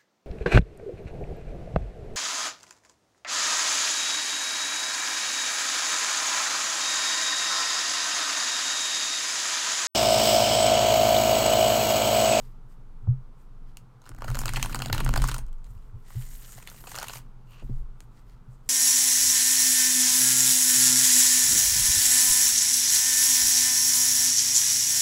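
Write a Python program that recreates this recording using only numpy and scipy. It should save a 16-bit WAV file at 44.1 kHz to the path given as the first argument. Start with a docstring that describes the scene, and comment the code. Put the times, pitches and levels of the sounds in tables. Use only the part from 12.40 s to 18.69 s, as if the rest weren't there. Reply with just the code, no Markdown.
"""A small furnished room, close on a cloth-covered table that carries both the cards and the microphone.
A stiff deck is riffled, bridged and squared: card corners flick past the thumbs and slap down as noise
bursts through resonances, and sliding faces hiss as friction noise. Hands and deck thump the table, whose
top booms and whose frame rocks and sways. Room echoes follow the cards; a faint steady hush lies beneath."""
import sys
import numpy as np
from scipy import signal
from scipy.fft import rfft, irfft
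from scipy.io import wavfile
from scipy.ndimage import uniform_filter1d

SR = 44100
rng = np.random.default_rng(int(sys.argv[2]) if len(sys.argv) > 2 else 0)


def output_pcm(signal):
    """Save a mono or channel-first signal as 16-bit PCM at the path in sys.argv[1].

    Samples are clipped to [-1, 1] before scaling.
    """
    pcm = np.clip(np.atleast_2d(signal).T, -1, 1) * 32767
    wavfile.write(sys.argv[1], SR, np.round(pcm).astype(np.int16))


N = 277410
T = np.arange(N) / SR  # [s]

# Cards heard singly, peak levels: (time [s], snap [dB], snap pitch [Hz], edge crackle above snap [dB],
# flat slap above snap [dB], contact [ms])
SINGLE_CARDS = [(1.371, -35, 2850, 3.5, -9, 0.31), (1.618, -53, 4000, 5.5, 2, 0.73),
                (1.662, -51, 2800, 2, 12, 4.1), (1.6921, -45, 4890, 14.5, 5, 0.15),
                (1.7164, -57, 2750, -7, 18.5, 1.5), (1.7484, -46, 2030, 1, 4.5, 0.22),
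                (1.7863, -50.5, 2050, 6, 11, 0.62), (1.8076, -56, 2050, -1, 15.5, 0.94),
                (1.8208, -32.5, 2020, -5, 6.5, 0.57), (1.8451, -41, 2050, 7, 14.5, 0.77),
                (1.8763, -39.5, 2050, 0, 9.5, 16), (1.9024, -46, 2630, 15, 15.5, 0.17),
                (1.9465, -26, 3480, -3, -2.5, 0.52), (1.97, -32.5, 2770, 1, 5.5, 0.95),
                (1.99, -24, 4750, 8.5, -4, 0.51), (2.015, -36, 2280, 7, 7, 1.8),
                (2.0574, -23.5, 2600, 7, 0, 0.47), (2.08, -20.5, 4320, -6, -6.5, 2),
                (2.0907, -23.5, 2100, -5, -3, 3.4), (2.1362, -31.5, 2860, 10.5, 5, 0.41),
                (2.1594, -18.5, 2780, -14, -24, 3.4), (2.1664, -22, 2100, -7, -0.5, 10),
                (2.1964, -28, 1880, -9, -6, 1.3), (2.2278, -15, 2680, 1, -8.5, 0.48),
                (2.247, -35.5, 2050, 0, 9, 1.5), (2.259, -27, 1880, 0, -0.5, 1.3),
                (2.295, -41.5, 2050, 4, 12, 2.4), (2.328, -28.5, 1870, -10, -7, 2.3),
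                (2.3459, -18.5, 4390, -2.5, -1, 1.5), (2.3558, -30, 3380, 6, -8, 2.1),
                (2.408, -40, 2050, -3, 8, 1.1), (2.421, -19, 2780, -4, -3, 0.48),
                (2.4593, -27, 2700, 1, 2.5, 1.5), (2.483, -33, 4000, -4, -7, 2.7),
                (2.498, -34, 2760, -11, 11, 3.6), (2.5287, -11.5, 4070, -4.5, -9, 0.5),
                (2.547, -32, 2050, 4, 8.5, 1.3), (2.5795, -21, 3950, -6, -1.5, 1.6),
                (2.6016, -26, 2050, -2, 4, 4.8), (2.647, -38, 4600, 14.5, -2, 2.4),
                (2.662, -29, 2050, -19, 9.5, 2.1), (2.691, -24.5, 2720, 2, 3.5, 0.17),
                (2.7389, -18.5, 2030, -1.5, 1, 0.22), (2.7583, -22.5, 1980, 0, 4, 5.2),
                (2.7745, -22.5, 4650, 1.5, 0.5, 3.5), (2.8198, -24, 2000, 4, -2, 0.93),
                (2.8402, -25.5, 4750, 4, 8, 1.14), (2.875, -34, 4770, 11.5, -5, 2.1),
                (2.8848, -30, 2670, 3.5, 6.5, 7.6), (2.9145, -25.5, 2450, 1.5, -0.5, 1.1),
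                (2.9429, -31.5, 2680, 6.5, 3.5, 1.5), (2.9627, -34.5, 2050, -1, 2.5, 3.5),
                (2.9821, -36.5, 2050, 9.5, -0.5, 1.33), (3.2437, -50, 3930, 6, -11, 0.7),
                (3.822, -45, 2690, 2.5, -26.5, 2.7), (4.0895, -53, 2220, 2, 7, 3.2),
                (4.122, -44.5, 1870, 11, -2, 0.37), (4.1783, -45, 2060, 2, 4.5, 4),
                (4.225, -42.5, 2050, 0.5, -0.5, 4.9), (4.274, -28.5, 3500, -1.5, -17, 1.1),
                (4.29, -41, 2630, -12, -2, 2.1), (4.3001, -49, 3980, 17.5, -2, 0.91),
                (4.4392, -41.5, 2060, -9, 4, 1.4), (4.517, -32.5, 1900, -20, -1, 2.1),
                (4.554, -28, 2050, 0.5, -2, 1.1), (4.561, -33.5, 2050, 7, 0, 0.82),
                (4.5765, -38.5, 2761, 6, 8.5, 2.53), (4.5866, -20.5, 4400, -2, -3, 0.56),
                (4.5984, -36, 2050, 6, -11, 1.6), (4.6135, -41, 2750, 3, 11, 2.2),
                (4.621, -36, 2560, -4, 7, 1.2), (4.6276, -30, 2090, 3, 5.5, 2.8),
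                (4.6419, -36, 2350, 5, 7, 0.41), (4.6827, -29.5, 2800, 3, -9, 2.8),
                (4.6953, -30.5, 4300, -16, 2.5, 2.9), (4.7037, -36, 2680, -5, -1, 2.4),
                (4.7334, -37.5, 2610, 4.5, 4.5, 4.3), (4.789, -45, 2000, 2, 2, 0.85),
                (5.605, -38.5, 2300, 1, -5.5, 0.14)]
# Softer cards falling between them: (start [s], end [s], snap at start [dB], snap at end [dB])
SOFT_RUNS = [(1.626, 1.812, -47.5, -58), (1.84, 2.989, -38.5, -36), (3.038, 3.195, -64, -58),
             (3.25, 3.5, -56, -66), (3.69, 4.071, -56, -66), (4.065, 4.459, -52.5, -49),
             (4.462, 4.79, -43, -46.5)]
# Density of each soft run: (rate [cards/s])
SOFT_RUN_RATES = [40, 45, 20, 30, 40, 45, 90]
# The average soft card and its chance spread; edge and slap stand relative to the snap
SOFT_EDGE_DB, SOFT_SLAP_DB, SOFT_CONTACT_MS, SOFT_SNAP_HZ = -0.5, 0, 2, 2590
SOFT_SPREAD_DB, SOFT_COLOUR_SPREAD_DB = 3, 5
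# Resonances of a card: (frequency [Hz], width [Hz], level [dB])
SNAP_MODES = [(2000, 1200, 5.5), (3100, 640, 8.5), (3185, 88, 11), (4120, 580, 6)]  # corner coming free
EDGE_MODES = [(5550, 800, -3), (6700, 570, 2), (8530, 1530, -1.5), (12600, 4900, -7.5),
              (16540, 2500, -18.5)]  # crackle of the edge
SLAP_MODES = [(503, 333, -9), (839, 325, -1), (1030, 294, 0), (1432, 346, -3)]  # card landing flat
CORNER_DB = 5  # each card's own resonance stands out among the shared ones

# Card faces rubbing in the riffle, then in the bridge: (time [s], fine hiss [dB], coarse scrape [dB])
RIFFLE_RUB = [(1.781, -82, -75), (1.891, -58.5, -57.5), (2.06, -52.5, -55.5), (2.17, -50, -45),
              (2.24, -53, -50.5), (2.514, -60, -65.5), (2.544, -49, -47), (2.629, -61.5, -55),
              (2.78, -56.5, -47), (2.903, -52, -44), (2.98, -72.5, -64), (3.0, -83, -73), (3.2, -85, -89)]
BRIDGE_RUB = [(3.552, -81, -88), (3.66, -71, -64.5), (3.697, -57, -62), (3.746, -55.5, -57),
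              (3.891, -53, -61), (4.136, -50, -58.5), (4.26, -58, -63), (4.29, -54, -59),
              (4.365, -54, -58.5), (4.46, -56, -66), (4.5, -48, -53), (4.66, -56, -48.5), (4.749, -44, -52),
              (4.785, -55, -57.5), (4.805, -71, -65), (4.914, -90, -90)]
# Fingers brushing the cards: (time [s], held [s], fine hiss [dB], coarse scrape [dB])
FINGER_BRUSHES = [(0.01, 0.064, -66.5, -66), (0.314, 0.0076, -70, -75), (1.003, 0.015, -75, -75),
                  (1.292, 0.0092, -80, -74), (1.387, 0.0046, -85, -83), (1.66, 0.021, -78, -62),
                  (3.258, .01, -80, -75), (3.3, 0.012, -67.5, -78), (3.36, 0.13, -75.5, -78),
                  (5.12, 0.038, -65, -93), (5.233, 0.17, -73.5, -73.5), (5.617, 0.0084, -69, -75),
                  (5.76, 0.026, -73, -68.5), (5.897, 0.029, -73.5, -70), (6.111, 0.029, -74, -73),
                  (6.27, .02, -68.5, -76)]
RISE_DB_PER_S, FALL_DB_PER_S = 293, 263
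DRAG_S, DRAG_HELD_S, DRAG_DB, DRAG_STOP_DB_PER_S = 5.125, 0.097, -58.5, 1400  # one drag on the cloth
# Resonances under friction: (frequency [Hz], width [Hz], level [dB])
HISS_MODES = [(5700, 1000, -6), (6900, 800, 1.5), (8500, 1400, .5), (12200, 3000, -1), (14800, 2000, -3)]  # fine hiss of the glossy faces
SCRAPE_MODES = [(1950, 450, 1), (2920, 330, 0.1), (4250, 2600, -5)]  # coarse scrape
FACE_MODES = [(478, 230, -5), (1203, 520, -6)]  # card faces shaken by the scrape
CLOTH_MODES = [(1110, 300, -1), (2780, 350, 0), (4400, 700, -11), (6600, 1500, -17)]  # table cloth

# Deck or hand meeting the table, peak levels:
# (time [s], top [dB], frame rock [dB], push [ms], knock [dB])
TABLE_THUMPS = [(0.617, -38, -63, 7.7, -70.5), (0.669, -12.5, -41.5, 8.9, -39),
                (1.692, -37.5, -37.5, 10.3, -43.5), (1.879, -24, -40, 8.8, -49),
                (2.511, -24.5, -32, 13.5, -54), (3.29, -40.5, -48, 9.8, -75),
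                (3.345, -37.5, -46, 15.5, -72), (3.526, -32.5, -55, 13.6, -80),
                (3.747, -24, -41, 10.1, -50), (4.146, -44, -47, 4.3, -89), (5.221, -37, -33, 1.2, -43),
                (5.241, -37, -48, 4.4, -52), (5.291, -26.5, -52, 2.8, -39.5), (5.31, -45, -38, 9.8, -55),
                (6.067, -39.5, -53, 6, -66.5)]
# Hands working on the table: (time [s], top [dB], frame rock [dB], sway of the legs [dB])
HAND_TREMOR = [(0.0, -49, -51, -39), (0.33, -52.5, -54, -44), (0.72, -50.5, -49.5, -36),
               (1.0, -52, -54, -47.5), (1.25, -49, -53, -37), (1.56, -54.5, -71, -58),
               (1.73, -46, -39, -44), (1.9, -36.5, -33, -31.5), (2.07, -34.5, -29.5, -30),
               (2.26, -33, -34, -32), (2.49, -28.5, -49, -38), (2.58, -27.5, -28, -26.5),
               (2.8, -26.5, -24, -24.5), (2.96, -40.5, -27, -35), (3.15, -55, -51, -30.5),
               (3.28, -52, -37.5, -43.5), (3.72, -54, -52, -43), (3.85, -50, -41.5, -35),
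               (4.12, -52, -54, -47.5), (4.69, -47, -44, -51), (4.89, -52, -54.5, -42),
               (5.17, -51.5, -54, -49.5), (5.36, -50, -39, -26.5), (5.66, -50, -49, -50.5),
               (6.29, -53.5, -48, -50)]
# Resonances of the table: (frequency [Hz], width [Hz], level [dB])
TOP_MODES = [(80, 18, -17), (117, 15, -3.5), (128, 8, 0), (152, 30, -17), (238, 30, -17), (320, 60, -25)]  # booming table top
ROCK_MODES = [(31, 10, 0), (44, 11, -1)]  # rocking frame
KNOCK_MODES = [(240, 60, -4), (330, 80, 0), (500, 250, -10), (950, 500, -19)]  # contact knock
ROCK_CUT_HZ, TOP_CUT_HZ = 53, 52  # the frame cannot follow above, the top hardly radiates below
KNOCK_CUT_HZ = 1500  # cloth and skin leave the knock dull
SWAY_HZ, SWAY_DRIFT_HZ = 21, 1.18

ROOM_T60_S, ROOM_DB, ROOM_TREBLE_T60_S = 0.33, -17, 0.2
# Colour of the steady background: (frequency [Hz], relative density [dB per Hz])
HUSH_COLOUR = [(45, -17.5), (62, 2.5), (100, -17), (170, 3.5), (291, -31), (410, -8), (601, -17.5),
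               (882, -13), (952, -13.5), (1320, -14), (1790, -26.5), (13900, -43.5), (15600, -50),
               (16500, -45.5)]
HUSH_DB = -61
RECORDER_TOP_HZ = 16000


def flicks(rise=0.25, slap_longer=1.05, crack_ms=4.76, lead_db=-17, flutter_db=-18, flutter_ms=17.4):
    """Each card drags off the thumb, cracks free in a rough burst, slaps flat and flutters still."""
    before = 130  # samples ahead of the release
    ms = np.arange(-before, 1900) / SR * 1000
    after = np.maximum(ms, 0)
    flutter = undb(flutter_db) * np.exp(-after / flutter_ms) * (1 - np.exp(-after))
    out = np.zeros(N)
    for s, snap_db, snap_hz, edge_db, slap_db, contact_ms in SINGLE_CARDS + patter():
        rough = rng.standard_normal(len(ms))
        rough[before] = crack_ms / max(contact_ms, .2)  # a short contact starts with one sharp step
        lead_ms = rng.uniform(0, 3.2)
        lead = undb(lead_db) * (ms > -lead_ms) * (ms < 0)
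        parts = ((SNAP_MODES, True, 0, 1), (EDGE_MODES, False, edge_db, 1),
                 (SLAP_MODES, False, slap_db, slap_longer))
        for modes, is_snap, db, longer in parts:
            length = max(contact_ms, .1) * longer
            swell = 1 - .5 * np.exp(-after / (rise * length))
            contact = (ms >= 0) * swell * np.exp(-(after / length) ** 2)
            card = bent_card(modes, snap_hz, is_snap)
            burst = ring((contact + flutter + lead) * rough, card)
            add(out, s + ms[0] / 1000, peak(burst, snap_db + db))
    return out


def bent_card(modes, snap_hz, is_snap, detune=.03, scatter_db=1.5):
    """Every card is bent and held a little differently; its free length sets the pitch of the snap."""
    hz, width, gain_db = np.transpose(modes)
    chance = rng.standard_normal((2, len(modes))).clip(-2, 2)
    nearest = np.argmin(np.abs(np.log(hz / snap_hz)))
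    corner = is_snap & (np.arange(len(hz)) == nearest)
    card_hz = np.where(corner, snap_hz, hz * (1 + detune * chance[0]))
    return zip(card_hz, width, gain_db + scatter_db * chance[1] + CORNER_DB * corner)


def patter():
    """Soft cards in the columns of SINGLE_CARDS, each a chance variation of the average one."""
    rows = []
    for (start, end, start_db, end_db), rate in zip(SOFT_RUNS, SOFT_RUN_RATES):
        slots = np.linspace(0, 1, round(rate * round(end - start, 1)), endpoint=False)
        place = slots + rng.random(len(slots)) / len(slots)  # one card at random in each slot
        chance = rng.standard_normal((len(slots), 5)).clip(-2, 2).T
        rows += zip(start + place * (end - start),
                    start_db + place * (end_db - start_db) + SOFT_SPREAD_DB * chance[0],
                    SOFT_SNAP_HZ * 0.92 ** chance[1],
                    SOFT_EDGE_DB + SOFT_COLOUR_SPREAD_DB * chance[2],
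                    SOFT_SLAP_DB + SOFT_COLOUR_SPREAD_DB * chance[3],
                    SOFT_CONTACT_MS * 2.28 ** chance[4])
    return rows


def slide(face_db=-10.0):
    """Glossy faces hiss and scrape over each other and the cloth; the scrape also shakes the card faces."""
    brushes = sum(stroke(s, held_s) * undb(db)[:, None] for s, held_s, *db in FINGER_BRUSHES)
    fine, coarse = brushes + curves(RIFFLE_RUB) + curves(BRIDGE_RUB)
    # the lower and upper hiss catch and slip independently
    hiss = (ring(fine * rub(), HISS_MODES[:3]) + ring(fine * rub(), HISS_MODES[3:])) / np.sqrt(2)
    rubbing = coarse * rub()
    scrape = ring(rubbing, SCRAPE_MODES) + undb(face_db) * ring(rubbing, FACE_MODES)
    drag = undb(DRAG_DB) * stroke(DRAG_S, DRAG_HELD_S, DRAG_STOP_DB_PER_S)
    return hiss + scrape + ring(drag * rub(), CLOTH_MODES)


def rub():
    """Friction noise that catches and slips, with a fine grain and small ticks of card edges letting go."""
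    catch_db, grit_db, ticks_per_s, tick_db = 2., 2.5, 130, 9
    hits = rng.random(N) < ticks_per_s / SR
    ticks = signal.lfilter([1], [1, -.97], hits)  # each dies in about a millisecond
    level_db = catch_db * walk(30.) + grit_db * walk(500.) + tick_db * ticks.clip(0, 1)
    return unit(undb(level_db) * rng.standard_normal(N))


def stroke(s, held_s, fall_db_per_s=FALL_DB_PER_S):
    """Gain of one movement: swells until s, holds, fades."""
    swell_db = RISE_DB_PER_S * (T - s)
    fade_db = fall_db_per_s * (s + held_s - T)
    return undb(np.minimum(0, np.minimum(swell_db, fade_db)))


def table(knock_ms=8.4):
    """Thumps and the tremor of working hands ring the top and rock the frame under the microphone."""
    tremor = curves(HAND_TREMOR)[:2] * rng.standard_normal((2, N))
    out = table_top(tremor[0]) + frame_rock(tremor[1])
    ms = T[:SR] * 1000
    dull = signal.butter(4, KNOCK_CUT_HZ, fs=SR, output="sos")
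    for s, top_db, rock_db, push_ms, knock_db in TABLE_THUMPS:
        push = np.sin(np.pi * np.clip(ms / push_ms, 0, 1)) ** 2  # a soft hand pushes longer
        contact = (1 - np.exp(-ms)) * np.exp(-ms / knock_ms) * rng.standard_normal(len(ms))
        knock = signal.sosfilt(dull, ring(contact, KNOCK_MODES))
        thump = peak(table_top(push), top_db) + peak(frame_rock(push), rock_db)
        add(out, s, thump + peak(knock, knock_db))
    return out


def table_top(force):
    """The top booms in its resonances and hardly radiates the lowest bass."""
    high = signal.butter(2, TOP_CUT_HZ, "high", fs=SR, output="sos")
    return signal.sosfilt(high, ring(force, TOP_MODES))


def frame_rock(force):
    """The heavy frame rocks in its resonances and follows only slow forces."""
    low = signal.butter(4, ROCK_CUT_HZ, fs=SR, output="sos")
    return signal.sosfilt(low, ring(force, ROCK_MODES))


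def sway():
    """The legs swing as a very low sine; leaning hands shift its rate a little."""
    hz = SWAY_HZ + SWAY_DRIFT_HZ * walk(11.0)
    return np.sqrt(2) * curves(HAND_TREMOR)[2] * np.sin(2 * np.pi * np.cumsum(hz) / SR)


def room(x):
    """Diffuse echoes of shelves and walls; the treble dies sooner."""
    t = T[:SR // 2]
    noise = rng.standard_normal(len(t)) * (t > .003)  # the first echoes take 3 ms
    low = signal.sosfilt(signal.butter(2, 3000, fs=SR, output="sos"), noise)
    treble = noise - low
    tail = low * undb(-60 * t / ROOM_T60_S) + treble * undb(-60 * t / ROOM_TREBLE_T60_S)
    return undb(ROOM_DB) * signal.fftconvolve(x, tail / np.sqrt(np.sum(tail ** 2)))[:N]


def hush():
    """Steady noise of room and microphone, white noise coloured by spectrum; its level wavers slightly."""
    hz, db = np.transpose(HUSH_COLOUR)
    bins_hz = np.arange(N // 2 + 1) * SR / N
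    colour = undb(np.interp(np.log(bins_hz + 1), np.log(hz), db))
    noise = unit(irfft(rfft(rng.standard_normal(N)) * colour, N))
    return undb(HUSH_DB + 0.24 * walk(27.0)) * noise


def undb(db):
    """Amplitude gain of a level in dB."""
    return 10 ** (np.asarray(db) / 20)


def unit(x):
    """Scale to rms 1."""
    return x / np.sqrt(np.mean(x ** 2))


def peak(x, db):
    """Scale to a peak level in dB."""
    return x * undb(db) / np.max(np.abs(x))


def curves(table):
    """Gains over time from the dB columns of a table; silent outside it."""
    s, *columns = np.transpose(table)
    inside = (T >= s[0]) * (T <= s[-1] + .01)
    return [undb(np.interp(T, s, column)) * inside for column in columns]


def ring(x, modes):
    """Drive a set of resonances; white noise of rms 1 comes out near rms 1."""
    out, power = 0, 0
    for k, (hz, width, db) in enumerate(modes):
        b, a = signal.iirpeak(hz, hz / width, SR)
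        out = out + (-1) ** k * undb(db) * signal.lfilter(b, a, x)  # neighbours in opposite sign
        power += undb(db) ** 2 * np.pi * width / SR
    return out / np.sqrt(power)


def walk(rate):
    """Random levels, rate of them a second, slewed from one to the next; rms 1."""
    k = int(SR / rate)
    steps = np.repeat(rng.standard_normal(N // k + 1), k)
    return unit(uniform_filter1d(steps, k)[:N])


def add(track, s, burst):
    """Mix a burst into a track at time s."""
    i = int(s * SR)
    track[..., i:i + burst.shape[-1]] += burst[..., :N - i]


def scene():
    """Cards reach the microphone through the air and the room, the table through its stand."""
    cards = flicks() + slide()
    return (cards + room(cards) + table() + sway() + hush())[None]


def record(dry):
    """The recorder cuts the top with a steep low-pass."""
    return signal.sosfilt(signal.ellip(8, .2, 60, RECORDER_TOP_HZ, fs=SR, output="sos"), dry)


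dry = scene()
out = record(dry)
output_pcm(out)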